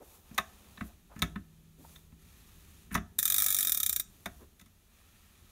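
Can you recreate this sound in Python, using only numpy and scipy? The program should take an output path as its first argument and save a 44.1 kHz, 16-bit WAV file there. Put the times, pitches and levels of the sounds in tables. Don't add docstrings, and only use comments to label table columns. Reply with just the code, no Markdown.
import sys
import numpy as np
from scipy import signal
from scipy.fft import rfft, irfft
from scipy.io import wavfile
from scipy.ndimage import uniform_filter1d

SR = 44100
rng = np.random.default_rng(int(sys.argv[2]) if len(sys.argv) > 2 else 0)


def unload_audio(sound):
    columns = np.transpose(np.atleast_2d(sound))
    steps = np.round(np.clip(columns, -1, 1) * 32767)
    wavfile.write(sys.argv[1], SR, steps.astype(np.int16))


N = 242991
TIME = np.arange(N) / SR
AFTER = TIME[:SR // 3]


# [t/s, bench thump level/dB, housing clack level/dB,
# side plate level/dB, steel tick level/dB, landing f/Hz]
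KNOCKS = [(0.309, -46.5, -58, -75.5, -80, 1400), (0.345, -61, -71, -75, -52, 2000),
          (0.3785, -56, -21, -32.5, -30.5, 1700), (0.3827, -44.5, -24.5, -28, -45, 1050),
          (0.774, -54, -47.5, -49, -72, 1700), (0.8077, -35, -36, -49, -59, 1340),
          (1.16, -43, -50, -72, -61.5, 1500), (1.191, -49, -52.5, -62.5, -48.5, 1700),
          (1.2202, -28.5, -23, -21, -31, 1800), (1.3566, -36.5, -39, -53, -66, 1590),
          (1.958, -65, -57, -45, -69, 2000), (2.121, -52, -64, -85, -82, 800),
          (2.912, -39.5, -47.5, -65, -61, 1800), (2.943, -38, -40, -42, -37, 2000),
          (2.9501, -29.5, -21.5, -36.5, -32.5, 1140), (2.974, -34.5, -34.5, -46.5, -57.5, 1700),
          (4.2578, -42, -32, -36, -41, 800), (4.595, -75, -59.5, -59.5, -56.5, 2000),
          (4.612, -59, -55.5, -57, -57.5, 2000), (4.659, -61.5, -61.5, -63, -62, 2010)]
# [f/Hz, level/dB, t60/s]
BENCH_MODES = [(59.6, -10.5, .22), (92.2, -9, .2), (151.5, -9, 0.075), (178, -3, 0.09), (211.6, -2.5, 0.13),
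               (254.7, -6.5, 0.092), (312, -19, 0.15), (392, -18.5, 0.15)]
# [f/Hz, level/dB, t60/s]
PLATE_MODES = [(3160, -14, .02), (3580, -5.5, 0.033), (3657, -3, 0.036), (3617, -11.5, 0.017)]
# [f/Hz, level/dB per Hz]
PLATE_COLOUR = [(2000, -22), (3100, -24), (3500, 8), (3850, 3), (4400, -20.5), (6000, -19), (12000, -38)]
# [f/Hz, level/dB per Hz]
TICK_COLOUR = [(1500, -13), (4500, -6), (5800, 1), (6800, 3.5), (8000, -9.5), (9600, 4.5), (10600, -9),
               (13000, 1), (15500, -8)]
ROCK_S, EDGE_HZ, EDGE_DB = .003, 2000, -7
REBOUND_S, REBOUND_DB = .03, -12


def knocks(swell_s, contact_s, thump_db, plate_db, plate_snap_db, tick_db, landing_db):
    out = np.zeros(N)
    edge = (0, EDGE_HZ, EDGE_DB, 0)
    for s, bench, housing, plate, tick, landing_hz in KNOCKS:
        landing = (ROCK_S, landing_hz, 0, landing_db)
        for delay, hz, body_db, bright_db in (edge, landing):
            plate_ring = struck(PLATE_MODES, spread_db=0.0)
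            plate_snap = snap(PLATE_COLOUR, crack_t60=0.016, ring_db=-18.0, ring_t60=0.062)
            steel_tick = snap(TICK_COLOUR, crack_t60=0.014, ring_db=-15, ring_t60=0.091)
            bright = from_db(plate + plate_db) * plate_ring
            bright += from_db(plate + plate_snap_db) * plate_snap
            bright += from_db(tick + tick_db) * steel_tick
            body = contact(housing + body_db, hz, focus_db=5.0, modes_db=-0.5, clack_db=2.5)
            add(out, s + delay, (body + from_db(bright_db) * bright) * rising(contact_s))
        for delay, db in ((0, 0), (REBOUND_S, REBOUND_DB)):
            thump = struck(BENCH_MODES, spread_db=1.5) * rising(swell_s)
            add(out, s + ROCK_S + delay, from_db(bench + thump_db + db) * thump)
    return out


# [f/Hz, level/dB, t60/s]
HOUSING_MODES = [(395, -15.5, .13), (585, -15.5, 0.082), (654, -15, 0.12), (716, -11.5, 0.12),
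                 (970, -10, .04), (1087.6, -5.5, 0.064), (1177, -14.5, 0.027), (1285, -6.5, 0.066),
                 (1418, -13.5, 0.034), (1684, -10.5, 0.034), (1776, -3, 0.039), (1990, -5.5, 0.035),
                 (2362, -7, .022), (2614, -10, .03)]
# [f/Hz, level/dB per Hz]
CLACK_COLOUR = [(300, -14.5), (500, -19.5), (680, -3), (820, -9), (1100, 0.5), (1900, 0.5), (2700, -4.5),
                (3100, -14), (3700, -10), (4600, -23), (9000, -24)]


def contact(level_db, hz, focus_db, modes_db, clack_db):
    def favour(f):
        return from_db(-focus_db * np.abs(np.log2((f + 1) / hz)))

    ring = struck(HOUSING_MODES, spread_db=1.5, gain_at=favour)
    clack = snap(CLACK_COLOUR, crack_t60=0.016, ring_db=-15, ring_t60=.1, gain_at=favour)
    return from_db(level_db) * (from_db(modes_db) * ring + from_db(clack_db) * clack)


# [t/s, length/s, level/dB, centre f/Hz]
RUBS = [(0.0, 0.042, -50.5, 410), (.825, .075, -61.5, 12500), (0.889, 0.041, -67, 590),
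        (1.092, 0.063, -57, 760), (1.148, 0.066, -62, 1490), (1.777, 0.074, -57, 225),
        (1.84, 0.021, -55, 790), (2.903, 0.074, -48, 1490), (2.916, 0.029, -49.5, 11570),
        (4.39, 0.063, -64, 1000), (4.39, 0.075, -58, 300)]


def rubs(grain_db, width_share):
    out = np.zeros(N)
    for s, length, db, hz in RUBS:
        size = int(length * SR)
        friction = rng.standard_normal(size) * grains(grain_db, size=size)
        width = width_share * hz
        focused = resonance(resonance(friction, hz, width), hz, width)
        swell = np.hanning(size) ** .5
        add(out, s, from_db(db) * swell * rms_one(focused))
    return out


# [t/s, teeth per s]
SPEED = [(3.1874, 17.5), (3.25, 41.2), (3.385, 52.8), (3.44, 47.7), (3.62, 49.2), (3.68, 41.7),
         (3.84, 32.2), (4.02, 26.9)]
TOOTH_DB, UNEVEN_DB, TOOTH_SPREAD_DB = -11.6, 1.3, 1.0
EASING_DB_PER_S = 2.4
BOUNCE_SHARE, BOUNCE_S, BOUNCE_DB = .3, .009, -7


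def ratchet(lead_s, lift_db, bench_db, scrape_db, scrape_grain_db):
    times, rates = np.transpose(SPEED)
    speed = np.interp(TIME, times, rates, left=0, right=0)
    teeth_passed = np.ceil(np.cumsum(speed) / SR)
    tooth_times = np.flatnonzero(np.diff(teeth_passed)) / SR
    out = np.zeros(N)
    for k, s in enumerate(tooth_times):
        db = TOOTH_DB - EASING_DB_PER_S * (s - times[0])
        db += UNEVEN_DB * (-1) ** k + TOOTH_SPREAD_DB * rng.standard_normal()
        early, late = rng.uniform(.6, 1.4, 2)
        click = from_db(db) * pawl_click() * rising(0.00022)
        lift = from_db(db + lift_db) * noise(PAWL_COLOUR, size=len(AFTER)) * dying(0.0078)
        nudge = from_db(db + bench_db) * struck(BENCH_MODES, spread_db=2.0)
        add(out, s - lead_s * early, lift)
        add(out, s + 0.0005, click + nudge)
        if rng.random() < BOUNCE_SHARE:
            add(out, s + BOUNCE_S * late, from_db(BOUNCE_DB) * click)
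    loudness = from_db(scrape_db) * (speed / rates.max()) ** 2
    return out + loudness * grains(scrape_grain_db, size=N) * noise(PAWL_COLOUR, size=N)


# [f/Hz, level/dB per Hz]
PAWL_COLOUR = [(200, -10), (500, -31), (660, -10.5), (900, -33), (1600, -11.5), (2300, -13), (3000, -31),
               (4400, -14.5), (5500, -5), (8000, -4), (9300, 1), (11500, -2), (14500, 6), (16000, -11.5)]
# [f/Hz, width/Hz, level/dB]
SHEAVE_MODES = [(1290, 70, -1), (1780, 250, -5), (2420, 130, -1), (3700, 230, 6), (4690, 60, -6),
                (5750, 250, -1), (6250, 100, -1), (7110, 260, 3), (7550, 80, 4), (8420, 90, 3),
                (9780, 190, 8), (12630, 80, 4), (13200, 300, 3), (13950, 220, 6), (14400, 80, 5),
                (14850, 250, 7)]


def pawl_click(steel_db=-9.5, sheave_db=-9, sheave_t60=.04, spread_db=1.5):
    shake = rng.standard_normal(len(AFTER)) * dying(sheave_t60)
    shake = signal.sosfilt(signal.butter(6, 1150, "high", fs=SR, output="sos"), shake)
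    sheave = 0
    for hz, width, db in SHEAVE_MODES:
        sheave = sheave + from_db(db + rng.normal(0, spread_db)) * resonance(shake, hz, width)
    steel = snap(PAWL_COLOUR, crack_t60=0.013, ring_db=-6.5, ring_t60=0.044)
    return from_db(steel_db) * steel + from_db(sheave_db) * sheave


# [t/s, length/s, hiss level/dB, brightness/dB per octave, hand scuff level/dB]
SLIDES = [(0.0, .15, -59, 3, -66.5), (0.219, 0.66, -63, -0.5, -69.5), (1.101, 0.17, -65, 1.5, -67),
          (1.77, .18, -59.5, 2, -71), (2.17, .66, -63, -0.5, -77), (4.03, 0.38, -64.5, 1.5, -77),
          (4.88, 0.79, -66.5, -1.5, -80)]
# [f/Hz, level/dB per Hz]
ROPE_COLOUR = [(530, -33.5), (900, -14.5), (1310, -1), (1490, -8.5), (1790, -2), (2140, -6.5), (2390, -1.5),
               (2930, -4), (3680, -2.5), (5040, -8.5), (6560, -3.5), (7680, -7), (12400, -4), (16000, -9)]
# [f/Hz, level/dB per Hz]
SCUFF_COLOUR = [(200, -19), (350, 1.5), (600, 1.5), (1200, -2), (2000, -15.5), (4000, -27)]
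SLIDE_ATTACK_S, SLIDE_RELEASE_S = 0.048, 0.073


def slides(grain_db, hiss_db, scuff_db):
    out, t = np.zeros(N), TIME[:2 * SR]
    for s, length, hiss, brightness, scuff in SLIDES:
        def tilt(hz):
            return from_db(brightness * np.log2(hz + 1))

        start = 1 - np.exp(-t / SLIDE_ATTACK_S)
        stop = np.exp(-np.maximum(t - length, 0) / SLIDE_RELEASE_S)
        braid = from_db(hiss + hiss_db) * noise(ROPE_COLOUR, size=len(t), gain_at=tilt)
        hand = from_db(scuff + scuff_db) * noise(SCUFF_COLOUR, size=len(t))
        add(out, s, start * stop * (braid + hand))
    return out * grains(grain_db, size=N)


def after_hum(start_s, hz, level_db, t60):
    t = np.maximum(TIME - start_s, 0)
    return from_db(level_db) * np.sin(2 * np.pi * hz * t) * np.exp(-np.log(1000) * t / t60)


# [t/s, level/dB]
RUMBLE = [(0.0, -66), (0.63, -60), (1.18, -61.5), (1.32, -53.5), (1.47, -62.5), (3.37, -58), (4.41, -60),
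          (4.82, -66.5), (5.5, -61)]
# [f/Hz, level/dB per Hz]
RUMBLE_COLOUR = [(13, -40), (22, -8.5), (81, 0), (104, -9), (119, -14), (150, -12.5), (206, -11),
                 (297, -20.5), (402, -21), (450, -28), (580, -59.5), (990, -120)]


def background(hiss_db, murk_db, rumble_db):
    rumble, = in_time(RUMBLE)
    hiss = from_db(hiss_db) * noise(ROPE_COLOUR, size=N)
    murk = from_db(murk_db) * noise(SCUFF_COLOUR, size=N)
    return hiss + murk + from_db(rumble + rumble_db) * noise(RUMBLE_COLOUR, size=N)


# [f/Hz, t60/s]
SHOP_T60 = [(100, 0.51), (600, 0.4), (2000, 0.28), (6000, 0.25), (15000, 0.06)]


def workshop(x, near_db, near_t60, tail_db):
    edges = np.geomspace(60, 16000, 9)
    white, tail = rng.standard_normal(len(AFTER)), 0
    for low, high in zip(edges, edges[1:]):
        band = signal.sosfilt(signal.butter(2, [low, high], "band", fs=SR, output="sos"), white)
        tail = tail + band * dying(at_hz(SHOP_T60, np.sqrt(low * high)))
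    near = rng.standard_normal(len(AFTER)) * dying(near_t60) * (AFTER > .002)
    echo = from_db(near_db) * rms_one(near) + from_db(tail_db) * rms_one(tail * (AFTER > .008))
    return x + signal.fftconvolve(x, echo / np.sqrt(len(AFTER)))[:N]


def struck(modes, spread_db, gain_at=np.ones_like):
    hz, db, t60 = np.transpose(modes)
    strength = from_db(db + rng.normal(0, spread_db, len(hz)))
    sizes = gain_at(hz) * strength * rng.choice([-1, 1], len(hz))
    return sizes @ (np.sin(2 * np.pi * hz[:, None] * AFTER) * dying(t60[:, None]))


def snap(colour, crack_t60, ring_db, ring_t60, gain_at=np.ones_like):
    envelope = dying(crack_t60) + from_db(ring_db) * dying(ring_t60)
    return noise(colour, size=len(AFTER), gain_at=gain_at) * envelope


def resonance(x, hz, width):
    r = np.exp(-np.pi * width / SR)
    feedforward = np.array([1, 0, -1]) * (1 - r * r) / 2
    feedback = [1, -2 * r * np.cos(2 * np.pi * hz / SR), r * r]
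    return signal.lfilter(feedforward, feedback, x + 1e-18)


def noise(colour, size, gain_at=np.ones_like):
    hz = np.fft.rfftfreq(size, 1 / SR)
    gain = gain_at(hz) * from_db(at_hz(colour, hz))
    gain = gain * np.minimum(hz / colour[0][0], 1) ** 2
    return rms_one(irfft(rfft(rng.standard_normal(size)) * gain, size))


def grains(depth_db, size):
    return from_db(depth_db * rms_one(uniform_filter1d(rng.standard_normal(size), size=90)))


def rising(seconds):
    return 1 - np.exp(-AFTER / seconds)


def dying(t60):
    return np.exp(-np.log(1000) * AFTER / t60)


def add(track, s, sound):
    start = max(round(s * SR), 0)
    track[start:start + len(sound)] += sound[:max(N - start, 0)]


def from_db(db):
    return 10 ** (np.asarray(db) / 20)


def rms_one(x):
    return x / np.sqrt(np.mean(x ** 2) + 1e-20)


def in_time(rows):
    s, *columns = np.transpose(rows)
    return [np.interp(TIME, s, c) for c in columns]


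def at_hz(points, hz):
    table_hz, values = np.transpose(points)
    return np.interp(np.log(hz + 1e-9), np.log(table_hz), values)


def scene():
    device = knocks(swell_s=0.0036, contact_s=0.00061, thump_db=5.5, plate_db=-4.5,
                    plate_snap_db=1, tick_db=4.5, landing_db=-2)
    device += rubs(grain_db=2.5, width_share=0.83)
    whirr = ratchet(lead_s=0.0026, lift_db=-20.5, bench_db=-50, scrape_db=-43.5, scrape_grain_db=5)
    quiet = slides(grain_db=1.32, hiss_db=-0.35, scuff_db=1.5)
    quiet += after_hum(start_s=1.22, hz=159.2, level_db=-56, t60=8.2)
    quiet += background(hiss_db=-69.5, murk_db=-78.5, rumble_db=1.0)
    device = workshop(device, near_db=-14.5, near_t60=0.079, tail_db=-20.5)
    whirr = workshop(whirr, near_db=-12.5, near_t60=0.059, tail_db=-17.5)
    return (device + whirr + quiet)[None]


CUTOFF_HZ = 15700


def record(dry):
    return signal.sosfilt(signal.ellip(10, .3, 70, CUTOFF_HZ, fs=SR, output="sos"), dry)


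dry = scene()
out = record(dry)
unload_audio(out)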